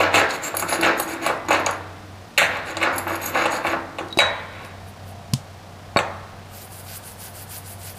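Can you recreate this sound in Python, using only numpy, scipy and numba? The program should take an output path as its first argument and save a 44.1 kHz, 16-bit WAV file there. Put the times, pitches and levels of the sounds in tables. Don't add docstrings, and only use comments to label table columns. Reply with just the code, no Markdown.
import sys
import numpy as np
from scipy import signal
from scipy.fft import rfft, irfft
from scipy.io import wavfile
from scipy.ndimage import uniform_filter1d
from numba import njit

SR = 44100
rng = np.random.default_rng(int(sys.argv[2]) if len(sys.argv) > 2 else 0)


def makeup_ratio(level_db):
    decades = np.asarray(level_db, float) / 20
    return 10 ** decades


def pcm_store(signal):
    levels = np.round(np.clip(np.atleast_2d(signal), -1, 1) * 32767)
    wavfile.write(sys.argv[1], SR, levels.astype(np.int16).T)


N = 351918
T = np.arange(N) / SR


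def level(x, db):
    return x * makeup_ratio(db) / np.sqrt(np.mean(x ** 2))


def unit(x):
    return x / np.sqrt(np.sum(x ** 2))


def colour(x, points):
    hz, db = np.transpose(points)
    f = np.maximum(np.fft.rfftfreq(len(x), 1 / SR), 1)
    gain = makeup_ratio(np.interp(np.log(f), np.log(hz), db))
    return irfft(rfft(x) * gain, len(x))


def band(x, lo_hz, hi_hz):
    sos = signal.butter(2, [lo_hz, min(hi_hz, SR / 2 - 500)], "band", fs=SR, output="sos")
    return signal.sosfilt(sos, x)


def ring(modes):
    longest = max(t60 for _, _, t60 in modes)
    t = T[:int(SR * min(longest, 1))]
    return sum(makeup_ratio(db - 60 * t / t60) * np.sin(2 * np.pi * hz * t) for hz, db, t60 in modes)


def taps(times, gains):
    return np.bincount((np.asarray(times) * SR).astype(int), gains, N)[:N]


def grit(rate, spread_db):
    hit = rng.random(N) < rate / SR
    size_db = spread_db * np.minimum(rng.exponential(size=N), 3)
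    return level(hit * rng.choice([-1, 1], N) * makeup_ratio(size_db), 0)


def play(x, response):
    return signal.oaconvolve(x, response)[:N]


def strike(hits, response):
    out = np.zeros(N)
    for s, db in hits:
        i = int(s * SR)
        out[i:i + len(response)] += makeup_ratio(db) * response
    return out


def walk(rate):
    steps = rng.standard_normal(int(N / SR * rate) + 2)
    return 1.2 * np.interp(T * rate, np.arange(len(steps)), steps)


def strokes(start, length, db, rise, fall):
    start, length = start[:, None], length[:, None]
    t = T[::64]
    early = np.maximum(start - t, 0)
    late = np.maximum(t - start - length, 0)
    gain = makeup_ratio(db[:, None] - rise * early - fall * late)
    return np.interp(T, t, gain.sum(axis=0))


def echoes(x, wet_db, t60):
    t = T[:SR]
    build = np.minimum(t / 0.021, 1)
    tail = rng.standard_normal(SR) * makeup_ratio(-60 * t / t60) * build
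    return x + makeup_ratio(wet_db) * play(x, unit(tail))


# frequency in Hz, density in dB per Hz.
AIR_SPECTRUM = [(15, -50), (25, -16), (59, -14), (92, -9), (120, -10), (200, -12.5), (309, -19), (695, -14),
                (887, -17), (2280, -26.5), (5000, -31), (6800, -36), (15300, -45.5)]
# multiple of the turning speed, level in dB.
MOTOR_ORDERS = [(1, -15.5), (3, 3), (5, -10), (6.5, -11), (20, -17), (22, -9), (24, -11.5)]
# time in seconds, level of the third order in dB.
HUM_LEVEL = [(0.0, -31), (0.15, -33), (0.47, -62), (0.58, -41), (0.78, -43), (1.2, -68), (1.53, -39.5),
             (2.69, -49), (3.27, -37), (3.56, -68), (3.69, -49.5), (5.27, -39), (5.33, -38), (5.45, -43),
             (7.87, -43.5), (7.98, -42)]


def shop():
    motor_hz = 31.65 * (1 + 0.0032 * walk(2.5))
    turn = 2 * np.pi * np.cumsum(motor_hz) / SR
    air = level(colour(rng.standard_normal(N), AIR_SPECTRUM), -42.5)
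    throb = 1 + 0.087 * np.sin(turn)
    s, db = np.transpose(HUM_LEVEL)
    hum_gain = np.minimum(makeup_ratio(np.interp(T, s, db)), makeup_ratio(-40))
    hum = sum(makeup_ratio(db - 0.5 + 2.3 * walk(10.5)) * np.sin(k * turn) for k, db in MOTOR_ORDERS)
    return air * throb + hum_gain * hum


# frequency in Hz, level in dB, steel t60 and shop t60 in seconds.
BENCH_RINGING = [(98, -7.5, 0.15, 0.26), (270, -9, 0.14, 2.6), (580, 6, 0.06, 0.69),
                 (1170, 4.5, 0.035, 0.88), (1890, -0.5, 0.28, 1.39), (3400, -16, 0.17, 1.4),
                 (4200, -6.5, 0.15, 1.3), (6750, -9.5, 0.21, 0.18), (10900, -21, 0.055, 0.32),
                 (13300, -25, .06, .25)]
# frequency in Hz, level in dB, t60 in seconds.
PLATE_MODES = [(262, -3, .5), (332, 4, .55), (489, -6, .35), (540, -5, .3), (697, -6, .3), (770, 0, .35),
               (1044, -6, .3), (1455, -5, .2)]


def bench_response():
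    hz, *columns = np.transpose(BENCH_RINGING)
    t, out = T[:SR], 0
    for f in 80 * 2 ** np.arange(0, 7.6, 1 / 3):
        db, steel, shop_t60 = (np.interp(np.log(f), np.log(hz), c) for c in columns)
        late = makeup_ratio(-15.5 - 60 * t / shop_t60) * np.minimum(t / 0.029, 1)
        decay = makeup_ratio(-60 * t / steel) + late
        noise = band(rng.standard_normal(SR), f / 1.201, f * 1.05)
        out = out + makeup_ratio(db) * noise * decay / np.sqrt(f / 1000)
    plate = ring(PLATE_MODES)
    out[:len(plate)] += makeup_ratio(-25) * plate
    crack = band(rng.standard_normal(SR), 49, 3250) * makeup_ratio(-60 * t / 0.017)
    return unit(out + makeup_ratio(5.5) * crack)


# start in seconds, clank level in dB, weight and edge in dB above the clank, chatter in seconds.
FIRST_PASS_BANGS = [(0.003, -9.5, -20, -4, 0.019), (0.141, -8.5, -7, 3, 0.054),
                    (0.541, -19, -30, -6, 0.017), (0.624, -18.5, -3.5, -29, 0.023),
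                    (0.724, -17, -24, -20, 0.011), (0.79, -25, 6.5, -5, 0.033),
                    (0.832, -19.5, 1, 12, 0.025), (0.864, -14.5, -15, -24, 0.02),
                    (0.997, -19, -29, -2.5, 0.023), (1.263, -12.5, -9, -1, 0.038),
                    (1.299, -14, -41, -12, 0.017), (1.485, -17, -2.5, -21, 0.017),
                    (1.506, -8, -20, -3, 0.063), (1.666, -15.5, -16, 5, 0.0058),
                    (1.689, -16.5, -12, -14, 0.023)]
SECOND_PASS_BANGS = [(2.377, -15, -8.5, 12.5, 0.069), (2.416, -13.5, -10, -18, 0.035),
                     (2.769, -20, -7, 0.5, 0.019), (2.828, -23, -21, 14.5, 0.0093),
                     (2.871, -13.5, -9.5, -28, 0.024), (2.917, -19, -11, -31, 0.071),
                     (3.068, -18.5, -5.5, -36, 0.022), (3.106, -21, -12, -27, 0.061),
                     (3.354, -12, -8.5, -17, 0.016), (3.456, -11.5, -10.5, 0, 0.015),
                     (3.527, -19, -12, -21, 0.063), (3.648, -14.5, -8, -34, 0.0079),
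                     (3.668, -24.5, -22, 11, 0.012), (3.732, -14.5, -12.5, -42, 0.02)]
LAYING_DOWN_BANGS = [(3.985, -21, -35, 3, 0.015), (4.008, -27.5, 2.5, -11, 0.087),
                     (4.188, -5.5, -13.5, 6.5, 0.029), (4.215, -10, -7.5, -36, 0.022),
                     (5.961, -11, -18, -28, 0.051), (5.97, -15.5, -3.5, 3, 0.012),
                     (5.989, -16.5, -20, 8.5, 0.013)]
# start and length in seconds, then hammer ring, bench rattle and bench rumble in dB.
SCRAPES = [(0.0, 0.035, -30, -12.5, -15.5), (0.146, 0.053, -21, -10.5, -18),
           (0.298, 0.063, -28, -30.5, -41), (0.434, 0.051, -25.5, -26.5, -31),
           (0.57, 0.056, -32, -27.5, -29.5), (0.69, 0.067, -22, -21.5, -22.5),
           (0.829, 0.05, -35, -13, -16.5), (0.986, 0.051, -26.5, -45, -34), (1.082, 0.057, -30, -26.5, -23),
           (1.226, 0.058, -32, -20.5, -24), (1.502, 0.048, -39, -14, -19.5), (1.668, .03, -46, -25.5, -32),
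           (2.481, .09, -46, -24, -32.5), (2.663, 0.052, -38, -28.5, -33), (2.814, 0.034, -41, -15, -17.5),
           (2.93, 0.064, -39, -33, -29.5), (3.082, 0.064, -36, -24.5, -21.5),
           (3.221, 0.071, -32.5, -27, -31), (3.351, 0.092, -36.5, -17, -19), (3.516, 0.058, -31, -28, -26),
           (3.646, 0.077, -39, -23.5, -22.5), (4.542, .12, -70, -37, -54)]


def piece():
    response, out = bench_response(), 0
    bangs = FIRST_PASS_BANGS + SECOND_PASS_BANGS + LAYING_DOWN_BANGS
    s, clank_db, weight_db, edge_db, chatter = np.transpose(bangs)
    bounces = grit(1400, 4.1)
    layers = [(weight_db, 60, 500), (0 * clank_db, 500, 1500),
              (edge_db, 1500, 4500), (edge_db - 12, 4500, 15000)]
    for extra_db, lo_hz, hi_hz in layers:
        gains = makeup_ratio(clank_db + extra_db)
        spell = np.zeros(N)
        for t0, gain, d in zip(s, gains, chatter):
            i = int(t0 * SR)
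            spell[i:i + SR // 4] += gain * np.exp(-(T[:SR // 4] / d) ** 3)
        part = unit(band(response, lo_hz, hi_hz))
        blows = makeup_ratio(4) * taps(s, gains) / np.max(np.abs(part))
        out = out + play(blows + makeup_ratio(-8) * spell * bounces, part)
    start, length, _, rattle_db, rumble_db = np.transpose(SCRAPES)
    contacts = grit(900, 2.2)
    rattle = strokes(start, length, rattle_db, rise=910, fall=187) * contacts
    rumble = strokes(start, length, rumble_db, rise=300, fall=395) * contacts
    out = out + makeup_ratio(-3.5) * play(rattle, unit(band(response, 374, 3420)))
    return out + makeup_ratio(-6.5) * play(rumble, unit(band(response, 270, 347)))


# start in seconds, ring level in dB, share of the top modes in dB.
SLAG_CATCHES = [(0.3052, -22.5, -27), (0.436, -37, -16), (0.5482, -29, -3), (0.568, -22, 4),
                (0.596, -21, 0), (0.623, -29, -3), (0.6843, -32, -13), (0.7275, -12.5, -16),
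                (0.8104, -18, -4), (0.8589, -24, -25), (0.977, -37, 5), (0.9984, -17.5, 3),
                (1.2276, -40, -19), (1.2624, -16, -8), (1.4855, -21, -15), (1.508, -22, -10),
                (1.5287, -19, -22), (1.5953, -38, 7), (1.6627, -13, -18), (1.71, -26, -4), (2.38, -10, -9),
                (2.57, -38, -7), (2.7688, -24, -28), (2.831, -29, -33), (2.9594, -35, 8),
                (2.9805, -18, -0.5), (3.077, -48, 13), (3.154, -24, 1), (3.2585, -27, 0), (3.565, -38, -4)]
# frequency and split in Hz, level in dB, t60 in seconds.
HEAD_MODES = [(4100, 180, -10, 0.01), (4530, 110, -10.5, 0.0081), (6740, 28, -4.5, 0.035),
              (7360, 72, -8.5, 0.061), (8200, 80, -14, 0.0095), (10520, 10, -4.5, 0.11),
              (10750, 49, -5, 0.019), (12520, 100, -2, 0.016), (13600, 64, -13, 0.023),
              (14600, 30, -16, .06)]


def hammer():
    s, db, top_db = np.transpose(SLAG_CATCHES)
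    start, length, ring_db = np.transpose(SCRAPES)[:3]
    slide = strokes(start, length, ring_db, rise=1000, fall=1260)
    skid = makeup_ratio(-60 * T[:SR // 10] / 0.028)
    bare_steel = makeup_ratio(-9.5 + 2 * np.minimum(T, 4))
    low = makeup_ratio(-7) * slide + makeup_ratio(-2) * play(taps(s, makeup_ratio(db)), skid)
    top = makeup_ratio(-8.5) * slide * bare_steel + makeup_ratio(-5.5) * play(taps(s, makeup_ratio(db + top_db)), skid)
    slag = grit(1000, 4.3)
    out = makeup_ratio(-36) * (band(low * slag, 3500, 6200) + band(top * slag, 13000, 13500))
    for hz, split, gain_db, t60 in HEAD_MODES:
        pair = unit(ring([(hz - split, 0, t60), (hz + split, -2.5, t60)])[:SR // 5])
        push = (top if hz > 9500 else low) * makeup_ratio(gain_db + 4 * walk(14))
        out = out + play(push * np.roll(slag, rng.integers(N)), pair)
    return echoes(out, -9.5, 0.24)


# time in seconds, level in dB.
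CONTACT_TICKS = [(1.376, -38), (1.451, -40), (1.463, -42), (4.649, -33), (4.085, -33.5), (4.127, -33),
                 (4.174, -21), (4.181, -32), (5.336, -8), (5.339, -15)]
# hits as time in seconds and level in dB,
# then modes as frequency in Hz, level in dB and t60 in seconds.
TOOL_CLINKS = [
    ([(4.105, -42), (4.174, -27), (4.189, -10)], [(3863, -2.5, 0.4), (3867, -9, 0.41), (3865, -29, 1.5), (4800, -6.5, 0.074), (6450, -10, 0.043), (8300, -15, 0.065)]),
    ([(4.127, -23)], [(3865, 1, 0.046), (4300, -10, 0.038)]),
    ([(5.971, -30.5)], [(7730, 0, 0.18), (7738, -19, 0.53), (4380, 16.5, 0.036), (3740, 13, 0.052), (2320, 15.5, 0.038), (14500, -14, .1)]),
]
# time in seconds, frequency in Hz, level in dB, t60 in seconds.
HANDLE_KNOCKS = [
    (4.173, 356, -12, 0.041),
    (4.173, 680, -13, 0.014),
    (5.333, 131, -9.5, 0.11),
    (5.335, 226, -13.5, 0.055),
    (5.335, 1020, -24, 0.026),
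    (5.959, 119, -28, 0.22),
    (5.962, 420, 2.5, 0.0053),
]


def tools_down():
    clinks = sum(strike(hits, ring(modes)) for hits, modes in TOOL_CLINKS)
    out = echoes(clinks, -21, 0.6)
    for s, hz, db, t60 in HANDLE_KNOCKS:
        out = out + strike([(s, db)], band(ring([(hz, 0, t60)]), 82, 3000))
    t = T[:SR // 8]
    decay = makeup_ratio(-60 * t / 0.011) + makeup_ratio(-22.5 - 60 * t / 0.22)
    snap = band(rng.standard_normal(len(t)) * decay, 2800, 8700)
    return out + strike(CONTACT_TICKS, snap)


# start in seconds, length in seconds, level in dB.
BRUSH_STROKES = [(4.644, .02, -54), (4.876, 0.0084, -53), (5.074, 0.027, -51), (6.542, 0.1, -41),
                 (6.728, .07, -42.5), (6.885, 0.08, -36.5), (7.045, 0.071, -41.5), (7.208, 0.064, -37.5),
                 (7.353, 0.068, -40.5), (7.512, 0.059, -36), (7.658, 0.068, -40.5), (7.821, 0.074, -37),
                 (7.975, .05, -41)]
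# frequency in Hz, density in dB per Hz.
WIRE_SPECTRUM = [(880, -35), (1500, 8), (1900, -6), (3730, -11.5), (5020, -5), (5880, -3.5), (10000, 8.5),
                 (13500, -0.5), (15500, -5), (16000, -33)]


def brush():
    wires = colour(grit(6000, 1.3), WIRE_SPECTRUM)
    start, length, db = np.transpose(BRUSH_STROKES)
    tips = 0
    for k, (hz, share_db) in enumerate([(8200, -2.5), (10500, -0.5), (13500, -0.5)]):
        lean = k * 0.0054
        sweep = strokes(start + lean, length, db + share_db, rise=320, fall=590)
        flicks = level(band(wires, hz / 1.207, hz * 1.224), 0)
        tips = tips + sweep * flicks * makeup_ratio(1.5 * walk(40))
    scrub = strokes(start, length, db - 5.5, rise=500, fall=360) * level(band(wires, 2120, 5200), 0)
    scrub = scrub * makeup_ratio(0.98 * walk(36))
    steel = ring([(10400, 0, 0.09), (4950, 3, 0.03)])[:SR // 5]
    return tips + scrub + makeup_ratio(-43) * play(tips + scrub, steel)


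def scene():
    return (shop() + piece() + hammer() + tools_down() + brush())[None]


@njit
def limit(x, top, release):
    y, envelope = np.empty(len(x)), top
    for i in range(len(x)):
        envelope = max(abs(x[i]), envelope + (top - envelope) * release)
        y[i] = x[i] * top / envelope
    return y


def starve(x, above_hz, below_db):
    hz, _, z = signal.stft(x, SR, nperseg=1024)
    power = uniform_filter1d(np.abs(z) ** 2, size=12, axis=0)
    power = power[6::12].repeat(12, axis=0)[:len(z)]
    keep = (power > makeup_ratio(-2 * below_db) * power.sum(axis=0)) | (hz[:, None] < above_hz)
    return signal.istft(z * keep, nperseg=1024)[1][:N]


def band_limit(x):
    return signal.sosfilt(signal.butter(12, 16500, fs=SR, output="sos"), x)


def record(dry):
    limited = limit(dry[0], 0.7, 1 / (0.03 * SR))
    top_cut = signal.ellip(6, 0.3, 24, 15300, fs=SR, output="sos")
    mix = starve(signal.sosfilt(top_cut, limited), above_hz=12500, below_db=62)
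    return band_limit(mix[None])


dry = scene()
out = record(dry)
pcm_store(out)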